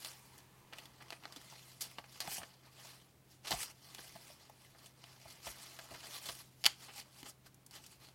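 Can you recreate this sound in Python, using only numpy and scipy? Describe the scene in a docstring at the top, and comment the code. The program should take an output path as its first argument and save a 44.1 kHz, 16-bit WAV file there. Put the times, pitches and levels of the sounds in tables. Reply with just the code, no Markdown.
"""At a desk in a small quiet room, banknotes are taken from a tray, fanned out and counted, up close.
Sheets slide over each other in tiny stick-slips, creases snap, fingernails tick on tray and stack,
loose notes flap with a puff of air and fingers thump softly on the desk. The stack is knocked square
once, its stiff edges ringing briefly. A sleeve brushes the desk at the start; behind it all are faint
air, house rumble and an appliance's hum."""
import sys
import numpy as np
from scipy import signal
from scipy.fft import rfft, irfft
from scipy.io import wavfile
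from scipy.ndimage import uniform_filter1d

SR = 44100
rng = np.random.default_rng(int(sys.argv[2]) if len(sys.argv) > 2 else 0)


def transcribe(u):
    """Save the signal u as a 16-bit wav file named by the first command-line argument.

    u: samples, shape (n,) or (channels, n), limited to [-1, 1]; the rate is SR.
    q: integer samples, one column per channel.
    """
    v = np.clip(np.atleast_2d(u).T, -1, 1)
    q = np.round(v * 32767).astype(np.int16)
    wavfile.write(sys.argv[1], SR, q)


N = 358974

# the paper's three registers, low body, crisp middle and surface hiss: freq_hz, gain_db
PAPER_BODY = [(120, -22), (300, -8), (470, -11), (670, -2), (900, -6), (1110, -3.5), (1400, -8),
              (2000, -8.5), (3500, -56)]
PAPER_CRISP = [(900, -29.5), (1550, -3), (2200, -3), (3100, 1), (3800, -2.5), (4350, 2), (5000, -0.5),
               (6000, -8), (8000, -13), (12000, -47)]
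PAPER_HISS = [(3500, -40), (5500, -4.5), (7000, -1.5), (8200, -2.5), (10200, -1), (12500, -4),
              (15500, -10.5)]


def undb(db):
    return 10 ** (np.asarray(db) / 20)


def unit(x):
    return x / np.sqrt(np.mean(x ** 2))


def burst(x, db):
    """Scale a short sound so that its energy equals 10 ms at this level."""
    return x * undb(db) * np.sqrt(SR / 100 / np.sum(x ** 2))


def add(track, start_s, x):
    """Mix x into the track from start_s on."""
    i = int(start_s * SR)
    track[i:i + len(x)] += x[:N - i]


def colour(x, points, size=2048):
    """Causal EQ through (freq_hz, gain_db) points, built from the cepstrum of the log gain."""
    hz, db = np.transpose(points)
    f = np.maximum(np.fft.rfftfreq(size, 1 / SR), 1)
    gain = undb(np.interp(np.log(f), np.log(hz), db))
    cepstrum = irfft(np.log(gain))
    cepstrum[1:size // 2] *= 2
    cepstrum[size // 2 + 1:] = 0
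    impulse = irfft(np.exp(rfft(cepstrum)))
    return signal.fftconvolve(x, impulse)[:len(x)]


def slips(count, per_s, scatter_db):
    """Tiny stick-slip clicks at random times and of unequal size."""
    chance, size = rng.random(count), rng.standard_normal(count)
    return (chance < per_s / SR) * rng.choice([-1, 1], count) * undb(scatter_db * np.minimum(size, 2.5))


def walk(rate_hz):
    """Smooth random drift with a spread near 1."""
    hold = int(SR / rate_hz)
    steps = np.repeat(rng.standard_normal(N // hold + 1), hold)[:N]
    return unit(uniform_filter1d(steps, hold))


def registers(level_db, bright_db, body_db, hiss_db, tilt):
    """Share a level among body, crisp and hiss; tilt is dB of body and of hiss per dB of brightness."""
    gains = undb([body_db + tilt[0] * bright_db, 0, hiss_db + tilt[1] * bright_db])
    return undb(level_db) * gains / np.linalg.norm(gains)


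def room_tone():
    """The faint hiss of still air and the low rumble of the house."""
    # spectra of the air and of the rumble: freq_hz, gain_db
    air_eq = [(240, -20), (400, -5), (921, -7.5), (1060, -9.5), (1290, -12), (3830, -15.5), (5350, -18.5),
              (15000, -20)]
    rumble_eq = [(20, -19), (45, -5.5), (80, 1.5), (110, -1.5), (170, 1), (250, -4.5), (350, -5),
                 (600, -25), (1500, -45.5)]
    air = unit(colour(rng.standard_normal(N), air_eq)) * undb(-70.6)
    rumble = unit(colour(rng.standard_normal(N), rumble_eq)) * undb(-70.3 + 0.33 * walk(7.1))
    return air + rumble


def appliance_hum():
    """An appliance hums on two low tones that waver slightly in phase and level."""
    # the hum's tones: pitch_hz, level_db
    tones = [(120, -94), (128.5, -69.5)]
    t = np.arange(N) / SR
    hum = sum(undb(db) * np.sqrt(2) * np.sin(2 * np.pi * hz * t + 0.32 * walk(1.4)) for hz, db in tones)
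    return hum * undb(1.1 * walk(4))


def stroke_envelopes(shape=1.3):
    """Envelopes of the three registers: each stroke speeds up and slows down; overlaps add in power."""
    # one note is drawn over another: peak_s, rise_s, fall_s, level_db, brightness_db
    strokes = [(0.073, 0.113, 0.074, -51, 2.5), (0.22, 0.07, 0.16, -67, 11),
               (0.39, 0.1, 0.038, -62.5, -0.5), (0.774, 0.025, 0.092, -58, -1.5),
               (1.16, 0.26, 0.023, -64, -2), (1.285, 0.066, 0.1, -62.5, -5), (1.55, 0.28, 0.19, -58.5, 1.0),
               (1.707, 0.071, 0.07, -61.5, 4.4), (1.831, 0.028, 0.12, -55.5, 0.8),
               (2.16, 0.083, 0.038, -57.5, 2.2), (2.26, 0.043, 0.04, -50.5, -2),
               (2.318, 0.021, 0.055, -44.5, 5.5), (2.377, 0.064, 0.019, -45, 7.3),
               (2.41, 0.03, 0.13, -59, -0.5), (2.667, 0.031, 0.033, -62, -3.5),
               (2.854, 0.094, 0.12, -55, 0.5), (3.329, 0.045, 0.042, -66.5, 4),
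               (3.456, 0.011, 0.042, -50.5, -1), (3.516, 0.017, 0.041, -42, 0.5),
               (3.62, 0.06, 0.034, -42, 4.5), (3.7, 0.058, 0.019, -55.5, 0),
               (3.848, 0.042, 0.24, -61.5, 1.8), (4.078, 0.17, 0.033, -56, 2),
               (4.3, 0.34, 0.084, -58.5, 1.5), (4.407, 0.015, 0.1, -62, -1.5),
               (4.616, 0.068, 0.11, -64.5, 1.5), (4.857, 0.13, 0.039, -62.8, 1),
               (5.105, 0.12, 0.091, -61.5, -0.7), (5.304, 0.11, 0.069, -57.5, 0.7),
               (5.463, 0.026, 0.052, -49.5, 2.8), (5.66, 0.23, 0.26, -55, 1),
               (5.93, 0.077, 0.064, -59, -14), (6.062, 0.16, 0.081, -54, 1.0),
               (6.165, 0.076, 0.029, -48.5, 2.5), (6.269, 0.063, 0.11, -49.5, 3.9),
               (6.395, 0.049, 0.051, -61.0, 7.2), (6.68, 0.09, 0.085, -61.5, 4),
               (6.83, 0.038, 0.079, -55, 0.5), (6.994, 0.052, 0.024, -49.1, 1.9),
               (7.067, 0.041, 0.037, -65.5, -1), (7.2, 0.054, 0.041, -57, 2.1),
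               (7.263, 0.017, 0.034, -52, -1), (7.297, 0.028, 0.011, -52, 15),
               (7.468, 0.014, 0.013, -58, 0), (7.76, 0.029, 0.033, -52.5, 0.5),
               (7.844, 0.032, 0.033, -61.0, 2.1), (7.922, 0.036, 0.04, -60.3, 2),
               (8.03, 0.027, 0.065, -59.0, 0.5)]
    t, power = np.arange(N) / SR, np.zeros((3, N))
    for peak_s, rise_s, fall_s, level_db, bright_db in strokes:
        away = np.maximum((peak_s - t) / rise_s, (t - peak_s) / fall_s)
        near = away < 5
        swell = np.exp(-away[near] ** shape)  # shape 1 is pointed, 2 bell-shaped
        gains = registers(level_db, bright_db, body_db=-3, hiss_db=-3, tilt=(-1.4, 1.26))
        power[:, near] += np.outer(gains, swell) ** 2
    return np.sqrt(power)


def bending(x, depth_db, rate_hz, count=24):
    """As the notes bend their resonances come and go: each narrow band swells on its own."""
    spectrum = rfft(x)
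    f = np.maximum(np.fft.rfftfreq(N, 1 / SR), 1)
    band_index = np.interp(np.log(f), np.log([450, 15000]), [0, count - 1])
    bands = (irfft(spectrum * np.maximum(1 - abs(band_index - k), 0), N) for k in range(count))
    return unit(sum(band * undb(depth_db * walk(rate_hz * rng.uniform(.6, 1.4))) for band in bands))


def sliding(envelopes, wrinkle_s=.0015):
    """Fibres catch and let go; the same slips shake the whole sheet, its creases and its surface."""
    rubbing = unit(slips(N, per_s=20000, scatter_db=2))
    catches = abs(slips(N, per_s=80, scatter_db=4))  # a wrinkle catches and briefly rubs harder
    wrinkles = unit(signal.lfilter([1], [1, -np.exp(-1 / (wrinkle_s * SR))], catches))
    grip = undb(.8 * walk(90))  # the fingers' pull is never even
    friction = rubbing * (1 + 1.3 * np.tanh(wrinkles / 4)) * grip
    drive = bending(friction, depth_db=2.8, rate_hz=55)
    layers = (unit(colour(drive, eq)) for eq in (PAPER_BODY, PAPER_CRISP, PAPER_HISS))
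    return sum(envelope * layer for envelope, layer in zip(envelopes, layers))


def sleeve_brush(peak_s=0.48, spread_s=0.7, level_db=-66.5):
    """A sleeve rubs softly over the desk, swelling and fading as the arm reaches for the tray."""
    # spectrum of cloth on the desk: freq_hz, gain_db
    cloth_eq = [(200, -3.5), (450, -3.5), (700, -8), (1000, 2), (1300, -7), (2300, -7.5), (4000, -14.5),
                (15000, -18)]
    reach = np.exp(-((np.arange(N) / SR - peak_s) / spread_s) ** 2)
    cloth = unit(colour(rng.standard_normal(N), cloth_eq))
    return cloth * reach * undb(level_db + .8 * walk(26.2))


def snap_or_tick(length_ms, pitch_hz, level_db, bright_db, size=4096):
    """A crease snap or nail tick as a dying cascade of slips; quick ones click, slow ones swell."""
    t = np.arange(size) / SR
    length_s = length_ms / 1000
    sudden = 1 / (1 + (length_s / .0045) ** 4)
    cascade = np.exp(-t / (2.4 * length_s)) * (1 - (1 - sudden) * np.exp(-t / length_s))
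    drive = slips(size, per_s=7000, scatter_db=6.5) * cascade
    drive[0] += 4.4 * sudden
    ring = signal.lfilter(*signal.iirpeak(pitch_hz, Q=2.24, fs=SR), drive)
    crack = colour(ring + 0.12 * drive, PAPER_CRISP)
    # the span of paper held between the fingers gives a hollow tone that changes with the grip
    hollow_hz = 700 * np.exp(0.064 * rng.standard_normal())
    hollow = signal.lfilter(*signal.iirpeak(hollow_hz, Q=8, fs=SR), drive)
    body = colour(drive + 0.4 * hollow, PAPER_BODY)
    fizz = colour(drive, PAPER_HISS)
    gains = registers(level_db, bright_db, body_db=-6.5, hiss_db=-7, tilt=(-0.84, 1.18))
    return sum(gain * burst(layer, 0) for gain, layer in zip(gains, (body, crack, fizz)))


def crinkling(envelopes, per_s=20, relative_db=-6.5, bright_spread_db=5, pitch_spread_oct=0.47, count=5):
    """Small creases give way at random, as strongly as the notes are being moved."""
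    out, motion = np.zeros(N), np.linalg.norm(envelopes, axis=0)
    for tightness in np.linspace(-1, 1, count):  # tighter creases ring higher and brighter
        pitch_hz = 3800 * 2 ** (pitch_spread_oct * tightness)
        bright_db = bright_spread_db * tightness
        snap = snap_or_tick(length_ms=2.3, pitch_hz=pitch_hz, level_db=relative_db, bright_db=bright_db)
        triggers = motion * slips(N, per_s / count, scatter_db=1)
        out += signal.oaconvolve(triggers, snap)[:N]
    return out


def snaps_and_ticks():
    """Creases buckle with a bright snap; fingernails give duller ticks on the tray and the stack."""
    # bright crease snaps and duller nail ticks: start_s, length_ms, pitch_hz, level_db, brightness_db
    hits = [(.0477, 0.98, 3830, -44.5, 4), (0.38, 3, 5500, -59.5, 18), (0.7263, 4.4, 2800, -50.5, -10),
            (.734, 1.6, 2680, -50.5, -4.5), (0.785, 3.3, 2750, -49, 0), (.856, 1.8, 3150, -56.5, 2),
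            (1.0037, 5.6, 2200, -54, -12), (1.022, 3.5, 2010, -57, 0.5), (1.1047, 1.1, 3470, -46.5, -2),
            (1.1234, 3.6, 2030, -45.5, -6), (1.2263, 1.8, 2600, -62.5, -24), (1.237, 3.3, 2400, -53.5, -8),
            (1.2542, 1, 3770, -46.5, -11), (1.3233, 1.9, 4300, -53.5, 0), (1.3618, 3.5, 3800, -50, 1.5),
            (1.808, 5.5, 4100, -39.5, 8.5), (1.8146, 4.5, 5300, -40, 10), (1.8315, 7.8, 4600, -47, 5),
            (1.9842, 2.5, 2800, -44, -8.5), (2.0409, 3, 2210, -57.5, -7), (2.157, 2.5, 3100, -59.5, -8),
            (2.204, 1.7, 4770, -39, 3), (2.2111, 5.2, 4220, -43, 1.5), (2.2753, 0.81, 3350, -49, -5),
            (2.417, 3.7, 2200, -51, -16), (2.4325, 2.2, 2130, -47.5, -9), (3.4478, 3.7, 3500, -53.5, -1),
            (3.4714, 5.1, 3820, -40, 1), (3.508, 2.2, 4400, -38.5, 5), (3.516, 3.4, 4140, -34.5, -4.5),
            (3.5257, 1.1, 3320, -37.5, -4), (3.6295, 3.6, 4060, -44.5, 3), (3.9479, 1.3, 3330, -50, 6),
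            (3.9828, 2.7, 3900, -53, -5), (3.991, 1.1, 3900, -52.5, -17), (4.1526, 4.5, 3120, -55, -15),
            (4.7475, 4.6, 1980, -61.5, -30), (4.786, 4, 4000, -61.5, 0), (4.8594, 3.8, 2800, -56, 10),
            (5.04, 1.6, 2830, -54, -3.5), (5.3013, 5.5, 5100, -56, 3), (5.4693, 4.4, 2760, -46.5, -0.5),
            (5.7897, 2.5, 1670, -48, -2.5), (5.942, 4.9, 1830, -49, -6.5), (6.0301, 6.5, 3200, -50.5, -9),
            (6.2568, 6.3, 3780, -43.5, 3), (6.288, 4, 3560, -40, -3.5), (6.4022, 4.7, 4470, -55.5, -3),
            (6.8806, 7.5, 2700, -51, -8), (7.2302, 1.4, 1950, -53, 1), (7.545, 1, 5350, -64, 22),
            (7.6636, 2.2, 6200, -57.5, 14), (7.7103, 3.4, 4270, -57.5, 4.5), (7.864, 2.9, 4800, -55.5, 9),
            (8.0867, 1.5, 4500, -61.5, -5)]
    out = np.zeros(N)
    for start_s, length_ms, pitch_hz, level_db, bright_db in hits:
        add(out, start_s, snap_or_tick(length_ms, pitch_hz, level_db, bright_db))
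    return out


def flaps_and_thumps(full_flap_db=-45.5, full_puff_db=-49.5, size=6000):
    """A flapping note or a finger landing on the desk gives a soft low puff and a short hollow tone."""
    # notes flap; the two lowest in pitch are soft finger thumps: start_s, length_ms, pitch_hz, level_db
    hits = [(1.364, 5.1, 259, -56.5), (1.52, 7.5, 930, -57.5), (1.984, 9.2, 744, -54.5),
            (2.277, 3.6, 740, -44), (2.377, 19, 670, -47.5), (3.507, 7.4, 656, -42), (3.53, 10.2, 725, -39),
            (4.153, 5.9, 646, -52.5), (4.3, 5.5, 610, -58), (4.496, 4.1, 570, -56.5),
            (5.255, 3.9, 680, -54.5), (5.467, 5.9, 630, -46), (5.79, 23, 660, -57), (5.912, 16, 646, -51),
            (6.29, 6, 686, -52), (7.229, 2.9, 243, -56.5)]
    # spectrum of the low puff: freq_hz, gain_db
    puff_eq = [(20, -64), (50, 2), (80, 8), (160, 2.5), (300, -6), (600, -11), (1200, -22)]
    out, t = np.zeros(N), np.arange(size) / SR
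    for start_s, length_ms, pitch_hz, level_db in hits:
        age = t * 1000 / length_ms
        puff = rng.standard_normal(size) * np.sqrt(age) * np.exp(-1.3 * age)
        hollow = signal.lfilter(*signal.iirpeak(pitch_hz, Q=4.5, fs=SR), puff)
        puff_db = full_puff_db + 1.08 * (level_db - full_flap_db)  # a slight move pushes hardly any air
        air = burst(colour(puff, puff_eq), puff_db)
        tone = burst(colour(hollow, PAPER_BODY), level_db)
        add(out, start_s, air + tone)
    return out


def knocking(size=4096):
    """Stiff paper edges strike a binder on the desk: very short, bright rings and a brief chatter."""
    # the edges of the stack land one after another: start_s, level_db
    knocks = [(6.6405, -38), (6.646, -37), (6.656, -31), (6.659, -32), (6.6637, -21.5), (6.6728, -50.5)]
    # resonances of the knocked stack: pitch_hz, t60_s, gain_db
    modes = [(285, 0.017, -35), (738, .03, -20.5), (970, 0.015, -19), (2300, 0.014, -16.5),
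             (3105, 0.0036, 5.5), (4550, 0.0059, 2.5), (6540, .004, -17.5), (10300, .0015, 1.5),
             (14070, .002, -12)]
    # spectrum of loose edges chattering after a knock: freq_hz, gain_db
    chatter_eq = [(200, -19.5), (450, -15.5), (750, -3), (1300, -5), (2700, -2), (5000, -6), (8000, -10),
                  (15000, -17)]
    out, t = np.zeros(N), np.arange(size) / SR
    chatter_decay = np.exp(-t / 0.0036) + 0.063 * np.exp(-t / 0.027)
    for start_s, level_db in knocks:
        detunes = 1 + .015 * rng.standard_normal(len(modes))
        motion = sum(undb(db - 60 * t / t60_s) * np.sin(2 * np.pi * hz * detune * t) / hz
                     for (hz, t60_s, db), detune in zip(modes, detunes))
        ring = np.diff(motion, prepend=0)  # the air follows the edges' speed, so there is little bass
        ring = signal.lfilter([1, 2, 1], 1, ring)  # the paper gives a little, rounding the attack
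        chatter = colour(rng.standard_normal(size) * chatter_decay, chatter_eq)
        add(out, start_s, burst(ring, level_db) + burst(chatter, level_db - 7.5))
    return out


def room(x, early_db, early_t60_s, late_db, late_t60_s, size=16000):
    """Quick reflections from the desk top and tray, then the short dull tail of the walls."""
    t = np.arange(size) / SR
    early = rng.standard_normal(size) * undb(-60 * t / early_t60_s) * (t > .001)
    late = rng.standard_normal(size) * undb(-60 * t / late_t60_s) * (t > .008)
    early = colour(early, [(500, -1), (7000, -1), (15000, -2)])
    late = colour(late, [(500, 0.5), (5000, -5.5), (9000, -1.5), (15000, -18)])
    echo = undb(early_db) * early / np.linalg.norm(early) + undb(late_db) * late / np.linalg.norm(late)
    return x + signal.fftconvolve(x, echo)[:N]


def scene():
    """The handled notes and the sleeve in the room, over a quiet bed of room tone and hum, in mono."""
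    envelopes = stroke_envelopes()
    handling = sliding(envelopes) + snaps_and_ticks() + flaps_and_thumps() + knocking()
    handling += crinkling(envelopes) + sleeve_brush()
    foley = room(handling, early_db=-11, early_t60_s=0.049, late_db=-20, late_t60_s=0.23)
    return (foley + room_tone() + appliance_hum())[None]


def record(dry):
    """A steep low-pass cuts the very top of the treble."""
    cutoff_hz = 15850
    return signal.sosfilt(signal.ellip(10, .2, 70, cutoff_hz, fs=SR, output="sos"), dry)


dry = scene()
out = record(dry)
transcribe(out)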